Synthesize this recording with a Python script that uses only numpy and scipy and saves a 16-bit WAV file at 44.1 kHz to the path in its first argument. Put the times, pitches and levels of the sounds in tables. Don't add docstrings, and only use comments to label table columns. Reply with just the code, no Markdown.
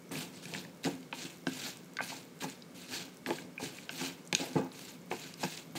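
import sys
import numpy as np
from scipy import signal
from scipy.fft import rfft, irfft, next_fast_len
from scipy.io import wavfile
from scipy.ndimage import uniform_filter1d

SR = 44100
rng = np.random.default_rng(int(sys.argv[2]) if len(sys.argv) > 2 else 0)


def transcribe(signal):
    frames = np.atleast_2d(signal).T
    limited = np.clip(frames, -1, 1)
    pcm = np.round(limited * 32767).astype(np.int16)
    wavfile.write(sys.argv[1], SR, pcm)


N = 254898


def amp(db):
    return 10 ** (np.asarray(db) / 20)


def unit_rms(x):
    return x / np.sqrt(np.mean(x ** 2) + 1e-20)


def curve_at(points, hz):
    f, value = np.transpose(points)
    return np.interp(np.log(hz + 1), np.log(f + 1), value)


def add(mix, start_s, sound):
    part = mix[round(start_s * SR):][:len(sound)]
    part += sound[:len(part)]


def band(x, low_hz, high_hz):
    edges_hz = [low_hz, min(high_hz, 0.45 * SR)]
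    return signal.sosfilt(signal.butter(2, edges_hz, "band", fs=SR, output="sos"), x)


def coloured(x, spectrum):
    size = next_fast_len(len(x))
    gain = amp(curve_at(spectrum, np.fft.rfftfreq(size, 1 / SR)))
    return unit_rms(irfft(rfft(x, size) * gain, size)[:len(x)])


def room_hush(air_db=-57.5, drone_db=-55.0, whine_db=-72.5):
    # f/Hz, relative level/dB
    air_spectrum = [(25, -42), (60, -29), (110, -7), (160, 3), (260, -10), (450, -3), (750, -11.5),
                    (1200, -12.5), (2200, -19), (4000, -21), (7000, -22.5), (10500, -28.5), (15500, -30)]
    drone_spectrum = [(90, -17.5), (140, -12), (172, 5), (210, -5.0), (255, 1.5), (310, -6.5),
                      (440, -10.5), (600, -15.0), (1200, -78)]
    whine = amp(whine_db) * unit_rms(band(rng.standard_normal(N), low_hz=2130, high_hz=2280))
    air = amp(air_db) * coloured(rng.standard_normal(N), air_spectrum)
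    drone = amp(drone_db) * coloured(rng.standard_normal(N), drone_spectrum)
    return air + whine + drone


def stroke_levels(bite_s=0.007, lift_db_per_s=275, settle_db=-11.5, settle_db_per_s=96):
    # t/s, duration/s, final level/dB, swell up to it/dB, flour re drag at mid-push/dB
    strokes = [(0.111, 0.11, -45.5, 2, -5.5), (0.322, 0.072, -58.5, 2, -11), (0.421, 0.16, -47.5, 11, -9.5),
               (0.829, 0.032, -41.5, 8.5, -8), (1.133, 0.12, -48, 3, -12), (1.297, 0.014, -55, -8, -6),
               (1.462, 0.22, -42, 12, -10), (2.01, 0.13, -44.5, 6.5, -8.5), (2.398, 0.02, -41.5, 18, -4.5),
               (2.479, 0.03, -51, -1, -10), (2.744, 0.11, -54.5, 3, -8), (2.879, 0.067, -39, 16.5, -10.5),
               (2.983, 0.023, -45.5, 8, -19), (3.264, 0.13, -52, -2.5, -10),
               (3.591, 0.054, -42, 14.5, -9.5), (3.716, 0.13, -58.5, -2.5, -9),
               (3.901, 0.16, -41, 13.5, -8.5), (4.335, 0.071, -39.5, 16, -18), (4.427, 0.03, -49.5, 9, -3),
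               (4.525, 0.058, -52, 2.5, -11), (4.718, 0.17, -51, 10, -6.5), (5.101, 0.19, -51.5, 1, -11.5),
               (5.369, 0.059, -40.5, 23, -7.5), (5.479, 0.083, -47, 5.5, -10),
               (5.75, 0.035, -39.5, 11, -10.5)]
    flour_fade_db = 7.5
    drag_power, flour_power = np.full((2, N), 1e-10)
    t = np.arange(SR * 3 // 4) / SR
    for start_s, length_s, level_db, swell_db, flour_db in strokes:
        depth = np.minimum(t / length_s, 1)
        after_s = np.maximum(t - length_s, 0)
        settling = amp(settle_db - settle_db_per_s * after_s)
        release = (amp(-lift_db_per_s * after_s) + settling) / (1 + amp(settle_db))
        push = np.minimum(t / bite_s, 1) * amp(level_db - swell_db * (1 - depth)) * release
        flour = push * amp(flour_db - flour_fade_db * (depth - 0.5))
        add(drag_power, start_s, push ** 2)
        add(flour_power, start_s, flour ** 2)
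    return 10 * np.log10(drag_power), 10 * np.log10(flour_power)


def wander(hz):
    steps = rng.standard_normal(N // 20)
    return unit_rms(np.interp(np.arange(N) * hz / SR, np.arange(len(steps)), steps))


def slips(per_s, spread_db):
    size = amp(spread_db * np.minimum(rng.exponential(1, N), 4))
    return unit_rms(size * rng.standard_normal(N) * (rng.random(N) < per_s / SR))


def patchy(x, depth_db):
    spectra = signal.stft(x, nperseg=256)[2]
    patches = uniform_filter1d(rng.standard_normal(spectra.shape), size=7, axis=0)
    patches = unit_rms(uniform_filter1d(patches, size=6, axis=1))
    return unit_rms(signal.istft(spectra * amp(depth_db * patches), nperseg=256)[1][:len(x)])


def bowl_ring(detune=0.024, spread_db=1.5):
    # f/Hz, level/dB, T60/s
    modes = [(114.7, -10.5, 0.3), (155.4, -2, 0.138), (176.2, 3, 0.083), (253.4, 1.5, 0.12),
             (331, -5, 0.077), (433.4, -8.5, 0.11), (509, -4.5, 0.036), (680, 0, 0.03), (789, -15, 0.1),
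             (847, 1, 0.02), (930, -11.5, .03), (1172, -1, 0.015), (1450, -10, 0.041), (1580, 5, 0.023),
             (1970, -27, 0.026), (2090, 12.5, 0.0082), (2570, -1.5, 0.096)]
    hz, db, t60 = np.transpose(modes)[:, :, None]
    shift, weight = rng.standard_normal((2, len(modes), 1))
    t = np.arange(SR // 4) / SR
    decay = amp(db + spread_db * weight - 60 * t / t60)
    return (decay * np.cos(2 * np.pi * hz * (1 + detune * shift) * t)).sum(0)


def batter_scrape(body_db=0.87, grit_db=-0.5, snaps_db=-14.0, crumbs_db=-58.5, rumble_db=-22.5):
    # f/Hz, relative level/dB
    lump_spectrum = [(300, -13), (700, -4), (1150, -12), (1600, -1.5), (1900, -6), (2450, 1), (3200, -1),
                     (4200, 1), (5200, -3.5), (7200, -2.5), (9000, -11.5), (10500, -31), (15500, -19)]
    flour_spectrum = [(3000, -45), (6000, -9), (8500, 17.5), (11000, 13), (14000, 12.5), (16000, 0)]
    crumb_spectrum = [(1500, -14), (3500, 0), (7000, 12.5), (10000, 2), (15000, 4)]
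    catching_db = 1.5 * wander(hz=110.7) + 0.5 * wander(hz=35.15)
    drag_db, flour_db = np.array(stroke_levels()) + catching_db
    coarse, fine = slips(per_s=11000, spread_db=2), slips(per_s=11000, spread_db=1.5)
    sparse, heavy = slips(per_s=60, spread_db=3), slips(per_s=2500, spread_db=1.5)
    body = amp(drag_db + body_db) * patchy(coloured(coarse, lump_spectrum), depth_db=2)
    grit = amp(flour_db + grit_db) * patchy(coloured(fine, flour_spectrum), depth_db=4.5)
    crumbs = amp(0.14 * drag_db + crumbs_db) * patchy(coloured(sparse, crumb_spectrum), depth_db=7)
    wall_force = band(heavy, low_hz=135, high_hz=1490)
    rumble = amp(0.65 * drag_db + rumble_db) * unit_rms(signal.oaconvolve(wall_force, bowl_ring())[:N])
    breaks = slips(per_s=150, spread_db=3.5)
    snaps = amp(drag_db + snaps_db) * patchy(coloured(breaks, lump_spectrum), depth_db=6)
    return body + grit + snaps + crumbs + rumble


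def bowl_knocks(judder=2.67, slips_per_s=2000):
    # t/s, level/dB, low f/Hz, high f/Hz, judder decay time/s
    blows = [(0.112, -42, 145, 1400, 0.097), (0.152, -44, 131, 400, 0.026), (0.4560, -46.5, 130, 487, 0.05),
             (0.524, -46, 140, 710, 0.079), (0.8520, -34, 184, 620, 0.014), (0.866, -34, 170, 810, 0.037),
             (1.1301, -43.5, 292, 1180, 0.0048), (1.25, -48, 140, 400, 0.0033),
             (1.4702, -34, 160, 1370, 0.0043), (1.5060, -47.5, 139, 278, 0.053),
             (1.9880, -38, 1120, 1830, 0.014), (2.006, -38.5, 517, 1700, 0.0055),
             (2.1200, -47.5, 570, 960, 0.014), (2.4230, -42.5, 250, 1460, 0.032),
             (2.4420, -39.5, 208, 860, 0.011), (3.264, -42, 195, 990, 0.091),
             (3.289, -40, 266, 890, 0.0081), (3.3055, -34, 303, 960, 0.012), (3.4438, -50, 148, 307, 0.034),
             (3.5990, -47, 420, 1010, 0.015), (3.628, -41, 144, 650, 0.032),
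             (3.895, -48.5, 396, 1790, 0.0074), (4.0121, -41, 260, 1460, 0.036),
             (4.3290, -36.5, 150, 1190, 0.0061), (4.399, -38.5, 290, 796, 0.065),
             (4.5562, -28.5, 117, 470, 0.0072), (4.563, -34, 316, 1100, 0.051),
             (4.593, -33.5, 124, 546, 0.015), (5.1140, -36, 222, 1140, 0.016),
             (5.4325, -34, 229, 980, 0.016), (5.754, -43, 168, 1600, 0.026)]
    out, t = np.zeros(N), np.arange(SR // 4) / SR
    for start_s, level_db, low_hz, high_hz, judder_s in blows:
        skid = rng.standard_normal(len(t)) * (rng.random(len(t)) < slips_per_s / SR)
        skid *= np.exp(-t / judder_s)
        force = judder * np.sqrt(judder_s / 0.048) * skid / (np.linalg.norm(skid) + 1e-9)
        force[0] += 1
        knock = signal.fftconvolve(band(force, low_hz, high_hz), bowl_ring())[:len(t)]
        add(out, start_s, amp(level_db) * knock / knock[:SR // 32].std())
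    return out


def stick_clicks(chatter=0.93, chatter_s=0.0021):
    # t/s, peak level/dB, band centre f/Hz, band half-width/octaves, base T60/s
    contacts = [(0.1548, -31, 2510, 0.45, 0.02), (0.4548, -32.5, 3880, 1.5, 0.02),
                (0.5376, -26, 3450, 0.66, 0.0063), (0.5483, -27.5, 2150, 0.5, 0.0081),
                (0.6494, -37.5, 2420, 1.2, 0.0026), (0.8415, -26, 3700, 0.89, 0.0075),
                (0.8485, -23.5, 3500, 0.92, 0.0036), (1.0292, -41.5, 5500, 0.91, 0.006),
                (1.1265, -25, 2530, 0.48, 0.014), (1.4688, -21, 2760, 1, 0.014),
                (1.969, -25, 3700, 0.85, 0.0073), (2.4068, -37, 3400, 0.28, 0.0083),
                (2.622, -37.5, 4440, 0.21, 0.015), (3.2613, -23.5, 3040, 0.75, 0.0074),
                (3.3051, -24, 1700, 1.1, 0.0056), (3.3844, -35, 2140, 0.41, 0.014),
                (3.5783, -30.5, 2200, 0.2, 0.014), (3.7853, -35.5, 2170, 0.42, 0.011),
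                (3.8928, -23, 2630, 0.71, 0.006), (4.2748, -35.5, 8200, 0.31, 0.0041),
                (4.3274, -14.5, 4230, 0.88, 0.0058), (4.3497, -7.5, 4850, 0.75, 0.015),
                (4.532, -36, 5000, 0.6, 0.0073), (4.7178, -39, 4140, 0.41, 0.0058),
                (4.7921, -33.5, 4670, 1.6, 0.0069), (5.115, -27.5, 2560, 0.41, 0.01),
                (5.3397, -36, 6000, 0.64, 0.012), (5.436, -23, 3620, 0.92, 0.017),
                (5.5757, -28.5, 4000, 0.42, 0.0032)]
    # f/Hz, level/dB, factor on the base T60
    modes = [(880, -8, 1.5), (1605, -4, 1.6), (2373, 1, 0.9), (2770, 5.5, 0.27), (4020, -2, 0.54),
             (4770, -6.5, 1.07), (5680, -2, 0.39), (6650, -4, 0.48), (8470, -5.5, 0.32),
             (10800, -4.5, 0.16), (13500, -1, 0.19)]
    out, t = np.zeros(N), np.arange(SR // 16) / SR
    hz, db, t60_factor = np.transpose(modes)[:, :, None]
    sign = (-1) ** np.arange(len(modes))[:, None]
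    for start_s, peak_db, centre_hz, octaves, t60 in contacts:
        grip_detune = 1 + 0.025 * rng.standard_normal(hz.shape)
        decay = amp(db - 60 * t / (t60 * t60_factor))
        ring = (sign * decay * np.sin(2 * np.pi * hz * grip_detune * t)).sum(0)
        click = band(ring, centre_hz / 2 ** octaves, centre_hz * 2 ** octaves)
        buzz = rng.standard_normal(len(t)) * np.exp(-t / chatter_s)
        click += chatter * signal.fftconvolve(click, buzz / np.linalg.norm(buzz))[:len(t)]
        add(out, start_s, amp(peak_db) * click / abs(click).max())
    return out


def kitchen_echoes(x, early_db=-6.0, late_db=-7.0, early_s=0.025):
    # f/Hz, relative level/dB
    colour = [(100, -41), (250, 7), (600, -6), (1200, 0), (3000, -0.5), (7000, -5), (14000, 8)]
    # f/Hz, T60/s
    room_t60 = [(150, 0.31), (500, 0.26), (3000, 0.48), (8000, 0.11), (15000, 0.5)]
    t = np.arange(SR // 2) / SR
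    early = coloured(rng.standard_normal(len(t)), colour) * np.exp(-t / early_s) * (t > 0.0015)
    hz, frame_s, spectra = signal.stft(rng.standard_normal(len(t)), SR, nperseg=256)
    spectra *= amp(curve_at(colour, hz)[:, None] - 60 * frame_s / curve_at(room_t60, hz)[:, None])
    late = signal.istft(spectra, SR, nperseg=256)[1][:len(t)] * np.minimum(t / 0.007, 1)
    echo = amp(early_db) * early / np.linalg.norm(early) + amp(late_db) * late / np.linalg.norm(late)
    return x + signal.fftconvolve(x, echo)[:N]


def scene():
    stirring = batter_scrape() + stick_clicks() + bowl_knocks()
    return (kitchen_echoes(stirring) + room_hush())[None]


def record(dry, low_cut_hz=80, high_cut_hz=15750):
    thin = signal.sosfilt(signal.butter(2, low_cut_hz, "high", fs=SR, output="sos"), dry)
    low_pass = signal.firwin(511, high_cut_hz, window=("kaiser", 9), fs=SR)
    return signal.oaconvolve(thin, low_pass[None], "same")


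dry = scene()
out = record(dry)
transcribe(out)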